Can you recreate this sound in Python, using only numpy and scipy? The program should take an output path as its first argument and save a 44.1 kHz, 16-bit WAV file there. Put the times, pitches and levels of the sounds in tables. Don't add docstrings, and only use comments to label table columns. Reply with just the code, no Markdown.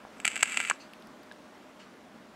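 import sys
import numpy as np
from scipy import signal
from scipy.fft import rfft, irfft, next_fast_len
from scipy.io import wavfile
from scipy.ndimage import uniform_filter1d

SR = 44100
rng = np.random.default_rng(int(sys.argv[2]) if len(sys.argv) > 2 else 0)


def undo_db(level):
    steps = np.asarray(level, float) / 20
    return 10 ** steps


def to_wav(s):
    ch = np.atleast_2d(s).T
    pcm = np.round(np.clip(ch, -1, 1) * 32767)
    wavfile.write(sys.argv[1], SR, pcm.astype(np.int16))


N = 103635

# (time [s], tube level [dB], overtone over it [dB], shell over it [dB], sharpness [dB])
SNAPS = [(0.2487, -17, -16, -20, -2), (0.2526, -11, -1, -14, 0), (0.265, -25, -14, -12, -5),
         (0.2671, -23, -1, -16, -3), (0.2778, -11, -1, -16, 1), (0.3168, -28, -2, -12, 0),
         (0.3577, -22, -1, -16, 0), (0.3647, -19, -9, -11, -3), (0.3767, -27, 1, -9, 0),
         (0.4076, -28, 0, -16, 0), (0.4094, -26, -2, -14, 0), (0.4265, -14, -5, -14, 0),
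         (0.4297, -7, 1, -6, 3), (0.4572, -24, -7, -16, -4), (0.4748, -28, -4, -12, -4),
         (0.4968, -26, -4, -18, 0), (0.5211, -25, -2, -13, 2), (0.5436, -25, -5, -11, -3),
         (0.5712, -25, -5, -12, -4), (0.5727, -12, -4, -20, -3), (0.6024, -17, -3, -8, -3),
         (0.6068, -24, -11, -9, -6), (0.6138, -23, -3, -14, 0), (0.6492, -27, -10, -14, -6),
         (0.6507, -20, -11, -14, -8), (0.6993, -14, 2, -6, -13), (0.7059, -26, -2, -4, -8),
         (0.7166, -29, -12, -2, -12)]
# (time [s], tube level [dB], overtone over it [dB])
CRACKLES = [(0.2012, -30, -3), (0.2465, -37, -9), (0.284, -30, -6), (0.3024, -34, 3), (0.313, -32, -9),
            (0.3487, -34, -5), (0.393, -29, -12), (0.4427, -33, -2), (0.4801, -29, -6), (0.4867, -32, -8),
            (0.493, -32, -5), (0.5018, -36, -3), (0.5094, -29, -3), (0.5165, -31, -6), (0.5276, -29, -4),
            (0.5332, -29, -3), (0.5465, -29, -9), (0.5589, -31, -9), (0.5907, -33, -2), (0.5951, -29, -6),
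            (0.6219, -32, -8), (0.6276, -31, -3), (0.6364, -28, -7), (0.6395, -31, -3), (0.6575, -38, 6),
            (0.6667, -35, -2), (0.6722, -32, -2), (0.6748, -27, -5), (0.6842, -29, -5), (0.6901, -30, -6)]
CRACKLE_SHELL_DB, CRACKLE_SHARP_DB = -12, 0.5
# (time [s], peak [dB], frequency [Hz], T60 [s])
FIRST_SPITS = [
    (.171, -54, 7700, .008),
    (.183, -49, 7700, .008),
    (.216, -45, 2500, .008),
    (.216, -47, 7700, .01),
]
# (time [s], level [dB])
SIZZLE = [
    (.17, -74),
    (.24, -93),
    (.256, -45),
    (.34, -47.5),
    (.45, -46),
    (.58, -42.5),
    (.7, -45.5),
    (.725, -51.5),
    (.78, -71),
]
SIZZLE_PER_S, SIZZLE_SPREAD_DB, SIZZLE_STOP_S = 4500, 1.5, 1
# (low [dB], high [dB])
SIZZLE_TUBE_DB = (-4, -3)
SIZZLE_OVERTONE_DB, SIZZLE_SHELL_DB, SIZZLE_EDGE_DB = -1, -12, -4.5

# (frequency [Hz], width [Hz], level [dB])
SHELL_MODES = [(1380, 300, 0)]
TUBE_LOW_MODES = [(2320, 520, 0), (1900, 320, -11)]
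TUBE_HIGH_MODES = [(2650, 580, 0), (3100, 420, -11)]
MIDDLE_MODES = [(4620, 230, 0), (5900, 1500, -4)]
OVERTONE_MODES = [(6800, 500, -13), (7250, 300, -13), (7700, 560, 0), (8800, 1000, -17)]
EDGE_MODES = [(8340, 800, 22), (10140, 1150, 21), (12270, 780, 24), (12500, 1100, -23)]
SHELL_DB, TUBE_DB, OVERTONE_DB = 0.5, -5, 1
MIDDLE_DB, EDGE_DB = -17, -15.5
SOFT_HZ = 2300, 3700, 8800, 12500
# (delay [s], level [dB])
LOW_ECHOES = [(.0018, -17), (.003, -11)]
OVERTONE_ECHOES = [(.00235, -11), (.005, -19)]
EDGE_ECHOES = [(.0017, -2), (.0026, -11)]

# (time [s], peak [dB])
KNOCKS = [
    (.7112, -12.5),
    (.7119, -12.5),
]
# (time [s], peak [dB])
THUMPS = [
    (.2526, -27.5),
    (.2778, -37.5),
    (.3647, -35.5),
    (.4297, -19.5),
    (0.5733, -29),
    (0.6007, -32.5),
    (.6993, -21.5),
]
# (time [s], peak [dB])
SPARKS = [
    (.2526, -48),
    (.2778, -46.5),
    (.4297, -35),
]
# (frequency [Hz], width [Hz], level [dB])
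CASE_MODES = [(620, 420, 0), (1350, 1250, 10), (2300, 700, 5)]
BELLY_MODES = [(805, 310, 0)]
CASE_SOFT_HZ = 3000

# (first pitch [Hz], last pitch [Hz])
SQUEAK_S = (.224, .247)
SQUEAK_HZ = (7000, 8500)
# (time [s], peak [dB], frequency [Hz], T60 [s])
TICKS = [(0.051, -11.5, 870, 0.0027), (.07, -26, 890, 0.0043), (.194, -29.5, 725, 0.0087),
         (.736, -40, 5400, 0.0067), (0.935, -27.5, 2720, 0.0039), (0.936, -35.5, 4670, 0.0026),
         (1.023, -48, 1190, .006), (1.024, -25, 3430, 0.0012), (1.072, -42.5, 5240, 0.0036),
         (1.233, -42, 4520, 0.0036), (1.3137, -32, 1650, 0.018), (1.3143, -33, 3670, 0.0039),
         (1.3138, -36, 2500, .002), (1.3136, -27, 900, 0.0048), (1.323, -37.5, 3640, 0.0045),
         (1.322, -38, 5150, 0.0031)]
# (time [s], peak [dB], frequency [Hz])
BRUSHES = [
    (0.9354, -35.5, 11000),
    (1.002, -45, 11500),
    (1.024, -40, 10800),
    (1.072, -37.5, 11100),
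    (1.233, -43, 12500),
    (1.3225, -36, 8900),
]
BRUSH_T60_S = 0.0011

# (frequency [Hz], T60 [s])
ROOM = [(300, .3), (2500, .24), (8000, .17), (14000, .1)]
ROOM_DB, ROOM_DELAY_S = -24.5, .004
# (time [s], level [dB], softness [Hz])
CLOCK = [
    (0.797, -48, 9000),
    (1.794, -49.5, 9000),
]
# (frequency [Hz], width [Hz], level [dB])
CLOCK_CASE = [
    [(2550, 250, -4), (2770, 200, 0), (4300, 220, -1), (4750, 200, -1), (6220, 200, -5), (7570, 200, -11),
     (8870, 300, -14)],
    [(1670, 250, -3), (2370, 300, -1), (2940, 250, 0), (4410, 400, -4), (5600, 500, -9), (6900, 900, -11),
     (8800, 900, -13)],
]
CLOCK_T60_S, CLOCK_RISE_S = 0.22, 0.008
# (frequency [Hz], density [dB per Hz])
AIR = [(60, -16), (130, -17), (220, -1), (400, -9.5), (1300, -13.5), (7030, -32.5), (15700, -45.5),
       (16100, -64)]
AIR_DB, AIR_PATCHY_DB = -53.5, 1
# (time [s], rise [dB])
HANDLING = [
    (0, 1),
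    (.2, 3.5),
    (.9, 1.5),
    (2.35, 0),
]
# (frequency [Hz], width [Hz], rms level [dB])
HUMS = [(613.4, 16, -64), (213, 85, -73)]


def unit(x):
    return x / np.sqrt(np.mean(x ** 2) + 1e-20)


def along(points, hz):
    f, v = np.transpose(points)
    return np.interp(np.log(hz + 1), np.log(f + 1), v)


def curve(rows):
    return np.interp(np.arange(N) / SR, *np.transpose(rows))


def add(track, s, sound):
    part = track[round(s * SR):][:len(sound)]
    part += sound[:len(part)]


def filtered(x, response):
    m = next_fast_len(N + 8192)
    return irfft(rfft(x, m) * response(np.fft.rfftfreq(m, 1 / SR)), m)[:N]


def soft(f, hz):
    return 1 / (1 - (f / hz) ** 2 + 1j * np.sqrt(2) * f / hz) ** 2


def resonant(x, modes, soft_hz=9000, echoes=(), floor_hz=1):
    def response(f):
        rings = 0
        for k, (center, width, db) in enumerate(modes):
            damping = 1j * f * width
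            rings = rings + (-1) ** k * undo_db(db) * damping / (center * center - f * f + damping)
        low_cut = (f / floor_hz) ** 4 * soft(f, floor_hz)
        reflections = 1 + sum(undo_db(db) * np.exp(-2j * np.pi * f * s) for s, db in echoes)
        return rings * low_cut * soft(f, soft_hz) * reflections
    impulse = np.arange(N) == 0
    return filtered(x, response) / np.abs(filtered(impulse, response)).max()


def damped_rings(rows):
    out, t = np.zeros(N), np.arange(SR // 20) / SR
    for s, db, hz, t60 in rows:
        envelope = undo_db(db - 60 * t / t60) * (1 - np.exp(-t * hz))
        add(out, s, -envelope * np.sin(2 * np.pi * hz * t))
    return out


def sizzle_grains():
    hits = rng.random(N) < SIZZLE_PER_S / SR
    strength = undo_db(SIZZLE_SPREAD_DB * rng.exponential(size=N)) * rng.standard_normal(N)
    grains = hits * strength
    grains = grains / np.sqrt(np.mean(resonant(grains, TUBE_LOW_MODES) ** 2)) * undo_db(curve(SIZZLE))
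    return grains * curve([(.1, 0), (SIZZLE[0][0], 1), (SIZZLE[-1][0], 1), (SIZZLE_STOP_S, 0)])


def crackle():
    rows = list(SNAPS) + [(*row, CRACKLE_SHELL_DB, CRACKLE_SHARP_DB) for row in CRACKLES]
    t = np.arange(SR // 20) / SR
    flutter = undo_db(-29 - 60 * t / 0.028) * (1 - np.exp(-t / 0.00045))
    blows = rng.standard_normal((len(rows), len(t))) * flutter
    blows[:, 0] = 1
    sizzle_db = [*SIZZLE_TUBE_DB, SIZZLE_OVERTONE_DB, SIZZLE_SHELL_DB, SIZZLE_EDGE_DB]
    parts = undo_db(sizzle_db)[:, None] * sizzle_grains()
    for (s, db, overtone_db, shell_db, sharp_db), blow in zip(rows, blows):
        lean_db = .4 * (min(shell_db, -4) + 15)
        part_db = [TUBE_DB + lean_db / 2, TUBE_DB - lean_db,
                   overtone_db + OVERTONE_DB, shell_db + SHELL_DB, sharp_db]
        for part, over_db in zip(parts, part_db):
            add(part, s, undo_db(db + over_db) * blow)
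    deep, bright, overtone, shell, sharp = parts
    shell_soft, tube_soft, overtone_soft, edge_soft = SOFT_HZ
    tube = resonant(deep, TUBE_LOW_MODES, tube_soft, LOW_ECHOES)
    tube += resonant(bright, TUBE_HIGH_MODES, tube_soft, LOW_ECHOES)
    low = resonant(shell, SHELL_MODES, shell_soft, LOW_ECHOES) - tube
    middle = undo_db(MIDDLE_DB) * resonant(sharp, MIDDLE_MODES, overtone_soft, OVERTONE_ECHOES)
    edge = undo_db(EDGE_DB) * resonant(sharp, EDGE_MODES, edge_soft, EDGE_ECHOES)
    high = edge - resonant(overtone, OVERTONE_MODES, overtone_soft, OVERTONE_ECHOES, floor_hz=5200)
    mouth = filtered(high, lambda f: soft(f, 13200))
    return low + middle + mouth + damped_rings(FIRST_SPITS)


def knocks():
    blows, thumps, sparks, push = np.zeros((4, N))
    for track, rows in (blows, KNOCKS), (thumps, THUMPS), (sparks, SPARKS):
        for s, db in rows:
            track[round(s * SR)] = -undo_db(db)
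    add(push, .4297, undo_db(-47) * np.hanning(round(.004 * SR)))
    case = resonant(blows, CASE_MODES, CASE_SOFT_HZ, LOW_ECHOES[:1], floor_hz=139)
    belly = resonant(thumps, BELLY_MODES, CASE_SOFT_HZ, floor_hz=200)
    spark = resonant(sparks, [(14500, 3500, 0)], 15800, floor_hz=12000)
    return case + belly + spark + push


def squeak():
    t = np.arange(N) / SR
    swell = np.interp(t, [*SQUEAK_S, SQUEAK_S[1] + .002], [0, 1, 0])
    wander = 1 + .45 * unit(uniform_filter1d(rng.standard_normal(N), size=60))
    phase = 2 * np.pi * np.cumsum(np.interp(t, SQUEAK_S, SQUEAK_HZ)) / SR
    return undo_db(-60) * np.sqrt(swell) * wander * np.sin(phase)


def fingers():
    return damped_rings(TICKS + [(*row, BRUSH_T60_S) for row in BRUSHES])


def room(x):
    hz, t, z = signal.stft(rng.standard_normal(SR // 2), SR, nperseg=256)
    decay = undo_db(-60 * t / along(ROOM, hz)[:, None])
    tail = signal.istft(z * decay, SR, nperseg=256)[1]
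    delayed = np.pad(x, (round(ROOM_DELAY_S * SR), 0))
    return signal.fftconvolve(delayed, tail / np.linalg.norm(tail))[:N]


def clock():
    out, t = np.zeros(N), np.arange(SR // 3) / SR
    for (s, db, soft_hz), case in zip(CLOCK, CLOCK_CASE):
        ring = unit(resonant(rng.standard_normal(N), case, soft_hz))[:len(t)]
        envelope = undo_db(db - 60 * t / CLOCK_T60_S) * (1 - np.exp(-t / CLOCK_RISE_S))
        add(out, s, envelope * ring)
    return out


def air():
    z = signal.stft(rng.standard_normal(N), nperseg=512)[2]
    field = uniform_filter1d(rng.standard_normal(z.shape), size=6, axis=0)
    field = uniform_filter1d(field, size=12, axis=1)
    noise = signal.istft(z * undo_db(AIR_PATCHY_DB * unit(field)), nperseg=512)[1][:N]

    def spectrum(hz):
        return hz ** 2 / (hz ** 2 + 50 ** 2) * undo_db(along(AIR, hz))
    hiss = undo_db(AIR_DB + curve(HANDLING)) * unit(filtered(noise, spectrum))
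    hums = sum(undo_db(db) * unit(resonant(rng.standard_normal(N), [(hz, w, 0)])) for hz, w, db in HUMS)
    return hiss + hums


def scene():
    near = crackle() + knocks() + squeak() + fingers()
    return (near + undo_db(ROOM_DB) * room(near) + clock() + air())[None]


def band_limit(x):
    return signal.sosfilt(signal.butter(12, 16470, fs=SR, output="sos"), x)


def record(dry):
    return band_limit(dry)


dry = scene()
out = record(dry)
to_wav(out)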